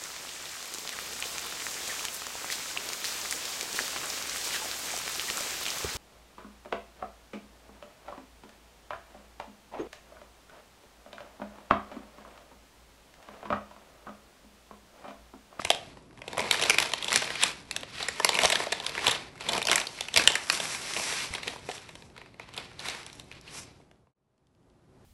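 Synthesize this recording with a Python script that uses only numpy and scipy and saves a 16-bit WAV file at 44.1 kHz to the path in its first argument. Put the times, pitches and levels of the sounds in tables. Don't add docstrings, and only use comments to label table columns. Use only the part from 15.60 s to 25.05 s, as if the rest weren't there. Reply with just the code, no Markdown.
import sys
import numpy as np
from scipy import signal
from scipy.fft import rfft, irfft, next_fast_len
from scipy.io import wavfile
from scipy.ndimage import uniform_filter1d

SR = 44100
rng = np.random.default_rng(int(sys.argv[2]) if len(sys.argv) > 2 else 0)


def materialize(psi):
    bounded = np.clip(np.atleast_2d(psi).T, -1, 1)
    quanta = np.round(bounded * 32767).astype(np.int16)
    wavfile.write(sys.argv[1], SR, quanta)


def undo_db(level):
    steps = np.asarray(level, float) / 20
    return 10 ** steps


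N = 416741
SIZE = 2048
SCENE_CHANGE_S = 8.541


def level(x, db):
    return x * undo_db(db) / np.sqrt(np.mean(x ** 2))


def curve(s, v):
    return np.interp(np.arange(N) / SR, s, v)


def walk(rate):
    hold = int(SR / rate)
    steps = np.repeat(rng.standard_normal(N // hold + 1), hold)
    return 1.2 * uniform_filter1d(steps, hold)[:N]


# start in seconds, level in dB, hollow part in dB, crisp part in dB, main panel in Hz.
PEEL_CRACKS = [(.0176, -35, 0, -6, 1850), (.1027, -11, -16, -8, 3280), (.371, -47, 6, -23, 1830),
               (.7305, -32, 1, -7, 2270), (.8038, -27, 5, -3, 2260), (.9105, -11.5, -12, -8, 3660),
               (.9265, -26, -3, -3, 2800), (.995, -25, -9, -11, 2750), (1.105, -12.5, -14, -8, 2240),
               (1.3357, -17, -6, -9, 2750), (1.4443, -24, -18, -6, 3360), (1.5187, -20, -15, -16, 1950),
               (1.5283, -19, -9, 0, 1950), (1.559, -14, -10, 1, 2330), (2.111, -24, -17, -6, 2650),
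               (2.1635, -22, -15, -3, 2710), (2.2323, -30, -2, -22, 2470), (2.8337, -18, 3, -4, 3200),
               (2.9552, -16, -31, -11, 3400), (3.2644, -20, -31, -8, 3060), (3.4677, -13.5, -11, -11, 2990)]
SLIDE_CRACKS = [(4.052, -25, -5, -5, 4600), (4.1141, -16, -11, -1, 3320), (4.1296, -16, -16, -7, 2070),
                (4.1571, -17, -13, 3, 2070), (4.4079, -23, -7, -3, 3400), (4.5794, -15, -17, -15, 2900),
                (5.7378, -26, -16, -6, 2090), (5.8728, -31, 0, -10, 2400), (6.5644, -42, -9, -22, 1670),
                (6.6153, -40, -5, -22, 2070), (6.889, -44, 0, -14, 1830), (7.464, -40, -7, 2, 3260),
                (7.529, -45, -4, 2, 3940), (7.5965, -37, -10, -4, 3650), (7.7144, -36, -23, -13, 2360),
                (8.313, -52, 1, -16, 2010)]
PEEL_SNAPS = [(.6174, -36, -3, -23, 2250), (.7792, -28, 6, -3, 2260), (.7929, -22, -4, -12, 2260),
              (1.097, -13, -13, -3, 2320), (1.184, -13, -18, -11, 2320), (1.2003, -22, -4, -2, 3010),
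              (1.4249, -26, -16, -12, 3400), (1.7032, -27, -8, -21, 1950), (1.7543, -27, -11, -13, 2390),
              (1.8347, -16, -6, 0, 3600), (2.6462, -15, -4, 0, 2200), (2.6904, -16, -5, -7, 3070),
              (2.7512, -20, -8, -15, 2500), (2.7884, -15.5, -8, -15, 2720), (2.8545, -18.5, -5, 1, 2830),
              (3.002, -27, 3, -13, 1950), (3.3779, -24.5, -7, -26, 1850)]
SLIDE_SNAPS = [(4.0168, -25, -7, -9, 2450), (4.026, -27, -17, -6, 3610), (4.07, -20.5, -8, -13, 4850),
               (4.0966, -21, -7, -11, 3400), (4.1191, -21, -15, -15, 2270), (4.2686, -27, -13, -13, 4300),
               (4.573, -11.5, -12, -4, 3300), (4.5954, -20, -10, -17, 1600), (4.6745, -6, -17, -6, 3010),
               (4.899, -15, -22, -8, 1810), (5.364, -25, -6, -16, 2600), (6.0884, -34, 4, -22, 2100),
               (6.096, -38, 8, -25, 2810), (6.7963, -35, -3, -16, 2140), (6.9648, -44, -3, 1, 3030),
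               (7.1925, -34, -15, -12, 4140), (7.2844, -28, -7, -5, 2810), (7.2978, -34, -27, -2, 2870),
               (8.4697, -72, 12, -19, 1635)]
# start in seconds, level in dB, hollow part in dB, crisp part in dB.
PEEL_CRUNCHES = [(.0482, -24, -5, -6), (.6787, -34, 0, -11), (1.0351, -22, -9, -9), (1.2243, -23, -15, -8),
                 (1.813, -28, -20, -12), (2.8428, -23, -9, -8), (2.848, -19, 1, -11), (2.8994, -21, -6, -6),
                 (3.4943, -25, -12, -9)]
SLIDE_CRUNCHES = [(3.807, -36, -4, -8), (3.9774, -29, 3, -3), (4.0848, -23, -4, -13),
                  (4.4833, -31, -12, -9), (4.5609, -16, -15, -6), (4.7011, -28, -2, -9), (5, -26, -5, -10),
                  (5.5228, -31, -2, -12), (5.7491, -29, -9, -12), (5.8304, -32, -22, -19),
                  (5.8776, -26, -19, -14), (6.2896, -42, -3, -11), (6.3527, -43, -3, -6),
                  (6.5777, -45, -1, -21), (6.9764, -30, -8, -18)]
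FOLDS = [
    (.9421, -25, -6, -11, 1750),
    (1.4804, -25, -7, -9, 3600),
    (2.4269, -28, -6, -9, 4000),
    (2.4842, -23, -9, -4, 1900),
    (2.5984, -26, 3, -9, 1800),
    (3.4782, -19, -3, -6, 3400),
    (3.9318, -25, -8, -10, 3200),
    (4.1778, -22, -14, -12, 1800),
    (4.5402, -25, -14, -5, 3400),
    (4.7532, -19, -20, -7, 1850),
]
RIPS = [
    (1.02, -26, -6, -5, 3000),
    (1.617, -30, -4, -11, 1950),
    (2.4003, -38, -1, -18, 2650),
    (2.9193, -21, -8, -10, 2800),
    (3.1198, -24.5, -4, -7, 2550),
    (3.5083, -27, -15, -4, 3650),
    (3.8861, -25, -6, -8, 3300),
    (1.822, -23, -20, -14, 2650),
    (7.874, -48, -12, -22, 2700),
]
PEEL_PRICKS = [(0.0704, -36, 0, -15, 2390), (0.1134, -23, -8, -10, 2920), (0.5284, -59, 4, -14, 1970),
               (0.5814, -53, -1, -12, 3170), (0.5894, -51, 5, -8, 1810), (0.6404, -51, 6, -23, 1840),
               (0.7474, -48, 14, -15, 1990), (0.7714, -32, 1, -26, 1960), (0.8154, -31, -15, -13, 2440),
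               (0.8244, -37, -10, -12, 2440), (1.0141, -25, -10, -4, 2600), (1.3184, -31, -7, -8, 2250),
               (1.5035, -27, -15, -9, 2930), (1.5404, -22, -11, -8, 2870), (1.5744, -25, -18, -2, 4880),
               (1.6424, -30, -7, -9, 3370), (1.6756, -31, -8, -20, 1950), (2.1264, -44, -11, -4, 2650),
               (2.382, -34, -12, -20, 2620), (2.6324, -41, -13, -3, 3330), (2.7307, -25, -10, -20, 2300),
               (2.7434, -26, -9, -6, 3090), (2.7711, -26, -1, -17, 2280), (2.8155, -25, -12, -10, 2510),
               (2.8764, -26, -10, -6, 2930), (3.0214, -31, -6, -14, 2290), (3.0679, -32, 7, -20, 2460),
               (3.2001, -29, -5, -13, 3480), (3.2934, -30, -19, -8, 3610), (3.3914, -27, -8, -18, 2240),
               (3.5483, -27, -15, -16, 3070), (3.7554, -47, -10, -9, 1430), (3.7773, -45, -9, -10, 2130)]
SLIDE_PRICKS = [(3.8651, -34, -4, -22, 2560), (3.92, -36, -11, 3, 4120), (3.9654, -30, -5, -4, 3140),
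                (4.1994, -28, -13, 1, 2380), (4.2134, -27, -7, -15, 2740), (4.3869, -34, -21, -14, 2040),
                (4.6214, -26, -9, -11, 2220), (4.9284, -33, -5, -7, 2300), (4.9492, -27, -13, -8, 3420),
                (4.9736, -29, -12, -15, 2630), (5.0539, -30, -11, -8, 2180), (5.3358, -28, -31, -5, 2640),
                (5.3724, -30, -6, -10, 2550), (5.6047, -32, -9, -7, 2680), (5.6436, -35, -2, -11, 3250),
                (5.6884, -44, 1, -10, 3360), (6.114, -33, -20, -10, 2750), (6.4223, -44, -4, -25, 2420),
                (6.4996, -56, -5, -18, 2690), (6.6593, -50, -5, -17, 1750), (6.7421, -50, -1, -18, 2260),
                (6.9434, -41, -12, -13, 2870), (7.1142, -48, -3, -20, 1510), (7.2014, -39, -10, -5, 2910),
                (7.2554, -35, -7, -8, 1960), (7.4305, -43, -22, -5, 3110), (7.5514, -55, -14, 3, 2650),
                (7.7244, -44, -12, -14, 2640), (7.7514, -54, -19, -9, 2330), (7.9544, -47, 2, -5, 3020),
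                (8.1994, -76, 24, 0, 2690), (8.2134, -62, -6, -21, 2160)]
# start in seconds, level in dB, crisp part in dB, main panel in Hz.
TICKS = [(0.509, -43, -24, 1480), (0.5746, -39.5, -11, 2000), (1.0593, -17, -10, 2580),
         (1.1442, -15, -10, 2300), (1.2595, -21, -15, 2990), (3.3517, -19, -16, 1880),
         (4.638, -20, -1, 4380), (5.148, -19, -17, 2190), (5.3966, -20, -16, 2410), (5.782, -25, -24, 1580),
         (6.1793, -30, -18, 2520), (6.9382, -34, -6, 2940), (7.3477, -27, -9, 1680),
         (7.4994, -35, -15, 2830), (7.8117, -45, 3, 5460)]
# start in seconds, level in dB.
NAIL = [
    (8.7794, -66),
    (8.8694, -60),
    (8.9494, -62.5),
    (9.0294, -67),
    (9.0994, -60),
]


def snaps():
    kinds = [(1.6, PEEL_CRACKS + SLIDE_CRACKS), (4.0, FOLDS), (10.0, RIPS),
             (2.6, PEEL_SNAPS + SLIDE_SNAPS), (2.1, PEEL_PRICKS + SLIDE_PRICKS)]
    rows = [(*r[:4], ms, r[4]) for ms, kind in kinds for r in kind]
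    rows += [(*r, 4.0, 2650) for r in PEEL_CRUNCHES + SLIDE_CRUNCHES]
    nail_clicks = [(s, db, -9.0, 4500) for s, db in NAIL]
    s, db, crisp_db, hz = np.transpose(TICKS + nail_clicks)
    ticks = creases(s, db - 6.0, -12.5, crisp_db, 1.2 + 0 * s, hz, size=SIZE)
    return creases(*np.transpose(rows), size=SIZE) + ticks


def creases(s, db, hollow_db, crisp_db, ms, hz, size):
    quick, push, slow = (buckle(share * ms, size) for share in (0.7, 1, 0.9))
    main = main_panel(push, hz, size)
    others = irfft(push * panel(BODY, hz, size))
    balance = np.std(others, axis=1) / np.std(main, axis=1)
    main *= undo_db(2.5) * balance[:, None]
    out = lay(main + others, s, db, ms)
    for span, rel_db, drive in ((HOLLOW, hollow_db, slow), (CRISP, crisp_db, quick),
                                (FLAP, hollow_db - 19.0, slow)):
        wave = irfft(drive * panel(span, span[3] + 0 * s, size))
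        out = out + lay(wave, s, db + rel_db, ms)
    return out


def buckle(ms, size):
    ms = np.clip(ms, 0.4, 14)[:, None]
    t = np.arange(size) / SR / (ms / 1000)
    swell = 1 - np.exp(-t / (0.04 + 0.025 * ms))
    stop = np.exp(-0.8 * t ** (1.1 + 0.17 * ms))
    push = rfft(rng.standard_normal(t.shape) * swell * stop)
    return push / np.sqrt(uniform_filter1d(np.abs(push) ** 2, size=size // 80))


def rings(f, hz, width, gain):
    return np.sum(gain * 1j * f * width / (hz ** 2 - f ** 2 + 1j * f * width), axis=-2)


# low in Hz, high in Hz, ring width in Hz, centre in Hz, fall in dB per octave squared.
HOLLOW = (430, 1050, 160, 700, 11)
BODY = (1150, 5400, 420, 2250, 9.)
CRISP = (5200, 11500, 1200, 5390, 6.8)
FLAP = (170, 350, 70, 270, 3.4)


def panel(span, centre_hz, size, modes=6):
    low, high, width, _, fall_db = span
    f = np.fft.rfftfreq(size, 1 / SR)
    centre = centre_hz[:, None, None]
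    step = np.arange(modes)[:, None]
    pick = rng.random((len(centre_hz), modes, 2))
    hz = low * (high / low) ** ((step + pick[..., :1]) / modes)
    if span is BODY:
        miss = np.log(hz / centre)
        nearest = np.abs(miss).argmin(axis=1)[:, None]
        hz = hz / np.exp(np.take_along_axis(miss, nearest, axis=1))
    luck_db = 5 * pick[..., 1:]
    tilt_db = -1.5 * np.log2(hz / low) - fall_db * np.log2(hz / centre) ** 2
    gain = (-1.0) ** step * undo_db(luck_db + tilt_db)
    reach = rings(f, np.array([[np.sqrt(low * high)]]), high, 1)
    return reach * rings(f, hz, width * np.sqrt(hz / low), gain)


def main_panel(drive, hz, size):
    hz = hz[:, None, None]
    return irfft(drive * rings(np.fft.rfftfreq(size, 1 / SR), hz, 90 + 0.12 * hz, 1))


def lay(wave, s, db, ms):
    at = (s * SR).astype(int)[:, None] + np.arange(wave.shape[1])
    gain = undo_db(db) * np.sqrt(ms * SR / 1000 / np.sum(wave ** 2, axis=1))
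    wave = wave * gain[:, None]
    return np.bincount(at.ravel(), wave.ravel(), N + SIZE)[:N]


# start in seconds, level in dB, pitch in Hz.
ECHOES = [(.1027, -13, 690), (.1027, -22, 1720), (.7792, -29, 860), (.9105, -15, 2370), (1.184, -18, 3300),
          (1.8347, -19, 2450), (2.6462, -19, 4600), (2.9552, -21, 1810), (3.4677, -19, 2450),
          (4.0848, -25, 1500), (4.0966, -24, 390), (4.1141, -20, 1500), (4.5954, -29, 330),
          (4.6745, -18, 1720), (4.899, -19, 4390), (5.3966, -31, 620), (5.7565, -32, 2300),
          (5.935, -38, 700), (5.96, -35, 800), (6.0884, -30, 430), (6.5777, -42, 2000)]


def echoes():
    s, db, hz = np.transpose(ECHOES)
    ms = 2.2 + 0 * s
    return lay(main_panel(buckle(ms, SIZE), hz, SIZE), s, db, ms)


# time in seconds, share from 0 to 1.
CRACKLE = [(.6, .6), (.85, .5), (1, .7), (1.6, .6), (1.9, .4), (2.3, .3), (2.55, .35), (2.8, .7), (3.4, .7),
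           (3.65, .3), (4.1, .7), (4.8, .6), (5.05, .25), (5.7, .12), (5.9, .55), (6.5, .35), (7.3, .4),
           (8, .2)]
# low in Hz, high in Hz, ring width in Hz, centre in Hz, fall in dB per octave squared.
SLIDE_BODY = (1000, 5000, 600, 2350, 6.)


def rustle(per_s=300.0, spread_db=3.2, moody_db=3.5):
    share = np.clip(curve(*np.transpose(CRACKLE)), 0.02, 0.98)
    db, hollow_db, crisp_db = motion()
    chance = undo_db(4.0 * walk(30)) * per_s / SR
    at = np.flatnonzero((rng.random(N) < chance)[:int(SCENE_CHANGE_S * SR)])
    luck = rng.standard_normal((N // 20, 4))[:len(at)].T
    size_db = db[at] + 10 * np.log10(share[at]) - 2.5 + spread_db * np.minimum(np.abs(luck[0]), 2.1)
    ms = 1.76 * np.exp(0.4 * luck[3])
    hz = np.clip(BODY[3] * np.exp(0.45 * luck[1]), 1000, 5000)
    out = creases(at / SR, size_db, hollow_db[at] + moody_db * luck[1], crisp_db[at] + moody_db * luck[2],
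                  ms, hz, size=SIZE // 4)
    jerk_db = 2.3 * walk(40)
    spread = 1.35
    sizes = np.repeat([1 / spread, spread], 12)
    for span, rel_db in ((SLIDE_BODY, 0), (HOLLOW, hollow_db - 2.1), (CRISP, crisp_db),
                         (FLAP, hollow_db - 5.0)):
        response = np.abs(panel(span, span[3] * sizes, SIZE // 4).reshape(2, 12, -1)) ** 2
        for colour in np.sqrt(uniform_filter1d(response.mean(axis=1), size=3)):
            slide = signal.oaconvolve(rng.standard_normal(N), np.fft.fftshift(irfft(colour)), "same")
            drift_db = 2.2 * walk(14)
            gain = np.sqrt(1 - share) * undo_db(db + rel_db + jerk_db + drift_db)
            out = out + level(slide, -2.5) * gain
    return out * (np.arange(N) / SR < SCENE_CHANGE_S)


# fastest at in seconds, level in dB, seconds to swell 20 dB,
# seconds to ease 20 dB, hollow part in dB.
PULLS = [(.12, -44.5, .8, .27, -8), (.74, -50, .19, .15, 4), (.79, -37.5, .04, .7, 3),
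         (.93, -33, .1, .2, -14), (1.05, -30, .18, .36, -3), (1.21, -32, .15, .17, -8),
         (1.32, -45, .2, .4, -7), (1.55, -31, .25, .36, -6), (1.84, -31, .17, .14, -11),
         (2.2, -50, .25, .3, 1), (2.41, -37, .22, .38, -14), (2.67, -35.5, .15, .3, -5),
         (2.83, -30.5, .22, .17, -4), (2.93, -32, .2, .3, -5), (3.3, -39, .8, .4, -4),
         (3.49, -28.5, .2, .17, -6)]
SLIDES = [
    (3.82, -44, .09, .2, -8),
    (3.95, -32, .14, .12, 0),
    (4.11, -29, .07, .22, -2),
    (4.4, -41, .25, .33, -11),
    (4.568, -28.5, .04, .33, -5),
    (4.93, -35, .12, .7, -7),
    (5.39, -44, .08, .12, 6),
    (5.54, -35, .9, .45, -11),
    (5.75, -42, .15, .1, -2),
    (5.87, -41, .1, .17, -2),
]
# as for the pulls, but ending in crisp part in dB.
SLEEVE = [(6.13, -48.5, .2, .36, -3), (6.58, -57, .06, .28, -22), (6.82, -53, .04, .4, -16),
          (6.98, -42, .06, .18, -14), (7.2, -47, .02, .2, -10), (7.26, -42, .05, .2, -9),
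          (7.31, -39, .12, .15, -9), (7.55, -59, .3, .4, -5), (7.73, -52, .04, .14, -14),
          (7.88, -54, .04, .1, -10), (7.95, -54, .1, .13, 3), (8.0, -50, .1, .09, 4),
          (8.06, -58, .1, .1, -6), (8.17, -66, .2, .13, -6)]
# time in seconds, level in dB.
TAUT = [(0, -5), (.7, -8), (.85, -13), (1.1, -9), (1.4, -11), (1.6, -5), (1.75, -13), (1.85, -8),
        (2.4, -12), (2.7, -8), (2.9, -4), (3.1, -11), (3.9, -12), (4.15, -7), (4.8, -7), (4.9, -1),
        (5.6, -2), (5.8, -9)]


def motion():
    t = np.arange(0, N, 64) / SR
    power, hollow, crisp = 1e-18, 0, 0
    taut_db = np.interp(t, *np.transpose(TAUT))
    pulls = [(r[0], r[1] - 1.5, *r[2:], taut_db) for r in PULLS + SLIDES]
    pulls += [(*r[:4], -7.0, r[4]) for r in SLEEVE]
    for s, db, swell, ease, hollow_db, crisp_db in pulls:
        pull = undo_db(db - 20 * np.maximum((s - t) / swell, (t - s) / ease)) ** 2
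        power = power + pull
        hollow = hollow + pull * hollow_db
        crisp = crisp + pull * crisp_db
    return curve(t, 10 * np.log10(power)), curve(t, hollow / power), curve(t, crisp / power)


# start in seconds, peak in dB, pitch in Hz.
BUMPS = [
    (0.05, -39, 84.6),
    (2.849, -35, 67.3),
    (3.479, -36, 115),
    (4.569, -34.5, 88.8),
    (4.679, -39.5, 84.3),
    (5.706, -36, 70),
]


def bumps(t60=0.067):
    t, out = np.arange(N) / SR, 0
    for s, db, hz in BUMPS:
        u = np.maximum(t - s, 0)
        ring = np.sin(2 * np.pi * hz * u) + 0.5 * np.sin(2 * np.pi * 2.4 * hz * u)
        out = out + undo_db(db + 5.0 - 60 * u / t60) * (1 - np.exp(-u / 0.002)) * ring
    return out


# frequency in Hz, reverberation time in seconds.
ROOM_T60 = [(400, 0.46), (2500, .33), (6000, 0.31), (12000, 0.088)]


def room(x):
    out, places = 0, 3
    where = np.arange(N) // 3000 % places
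    hz, seconds = np.transpose(ROOM_T60)
    for k in range(places):
        f, t, frames = signal.stft(rng.standard_normal(SR // 2), SR, nperseg=256)
        t60 = np.interp(np.log(f + 1), np.log(hz), seconds)
        tail = signal.istft(frames * undo_db(-60 * t / t60[:, None]), SR, nperseg=256)[1]
        tail *= 1 - np.exp(-(np.arange(len(tail)) / SR / 0.0017) ** 2)
        tail = tail * undo_db(-13) / np.sqrt(np.sum(tail ** 2))
        here = uniform_filter1d(1.0 * (where == k), size=400)
        out = out + signal.oaconvolve(x * here, tail)[:N]
    return out


# frequency in Hz, density in dB per Hz.
AIR = [(15, -46.5), (25, -17.5), (132, -7), (240, -13.5), (800, -21.5), (2300, -36), (12300, -46),
       (16000, -90)]
# frequency in Hz, width in Hz, level in dB.
HUM = [
    (58.6, 21, -67.5),
    (132, 9.3, -68.5),
    (279.6, 38, -68.5),
    (373, 26, -66),
    (628, 15, -76),
]
# time in seconds, gain.
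FADE = [
    (0, 1.07),
    (6.5, 0.81),
    (8.05, 0.92),
    (8.54, 0.018),
    (8.9, .2),
    (9.45, 0.7),
]


def room_tone():
    size = next_fast_len(N)
    f = np.fft.rfftfreq(size, 1 / SR) + 1
    hz, db = np.transpose(AIR)
    colour = undo_db(np.interp(np.log(f), np.log(hz), db))
    out = level(irfft(rfft(rng.standard_normal(size)) * colour, size), -54.5)
    shake = rfft(rng.standard_normal(size))
    for hz, width, db in HUM:
        hum = irfft(shake * rings(f, np.array([[hz]]), width, 1) ** 2, size)
        out = out + level(hum, db)
    return out[:N] * undo_db(1.4 * walk(6)) * np.abs(curve(*np.transpose(FADE)))


def scene():
    paper = snaps() + rustle() + echoes()
    return (paper + room(paper) + bumps() + room_tone())[None]


def top_cut(x):
    return signal.sosfilt(signal.butter(12, 12470, fs=SR, output="sos"), x)


def record(dry):
    dip = np.clip(np.abs(np.arange(N) / SR - SCENE_CHANGE_S) / 0.03 - 0.1, 0, 1)
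    low_pass = signal.ellip(10, 0.5, 60, 11820, fs=SR, output="sos")
    mix = np.clip(signal.sosfilt(low_pass, dry * dip), -0.98, 0.98)
    return top_cut(mix)


dry = scene()
out = record(dry)
materialize(out)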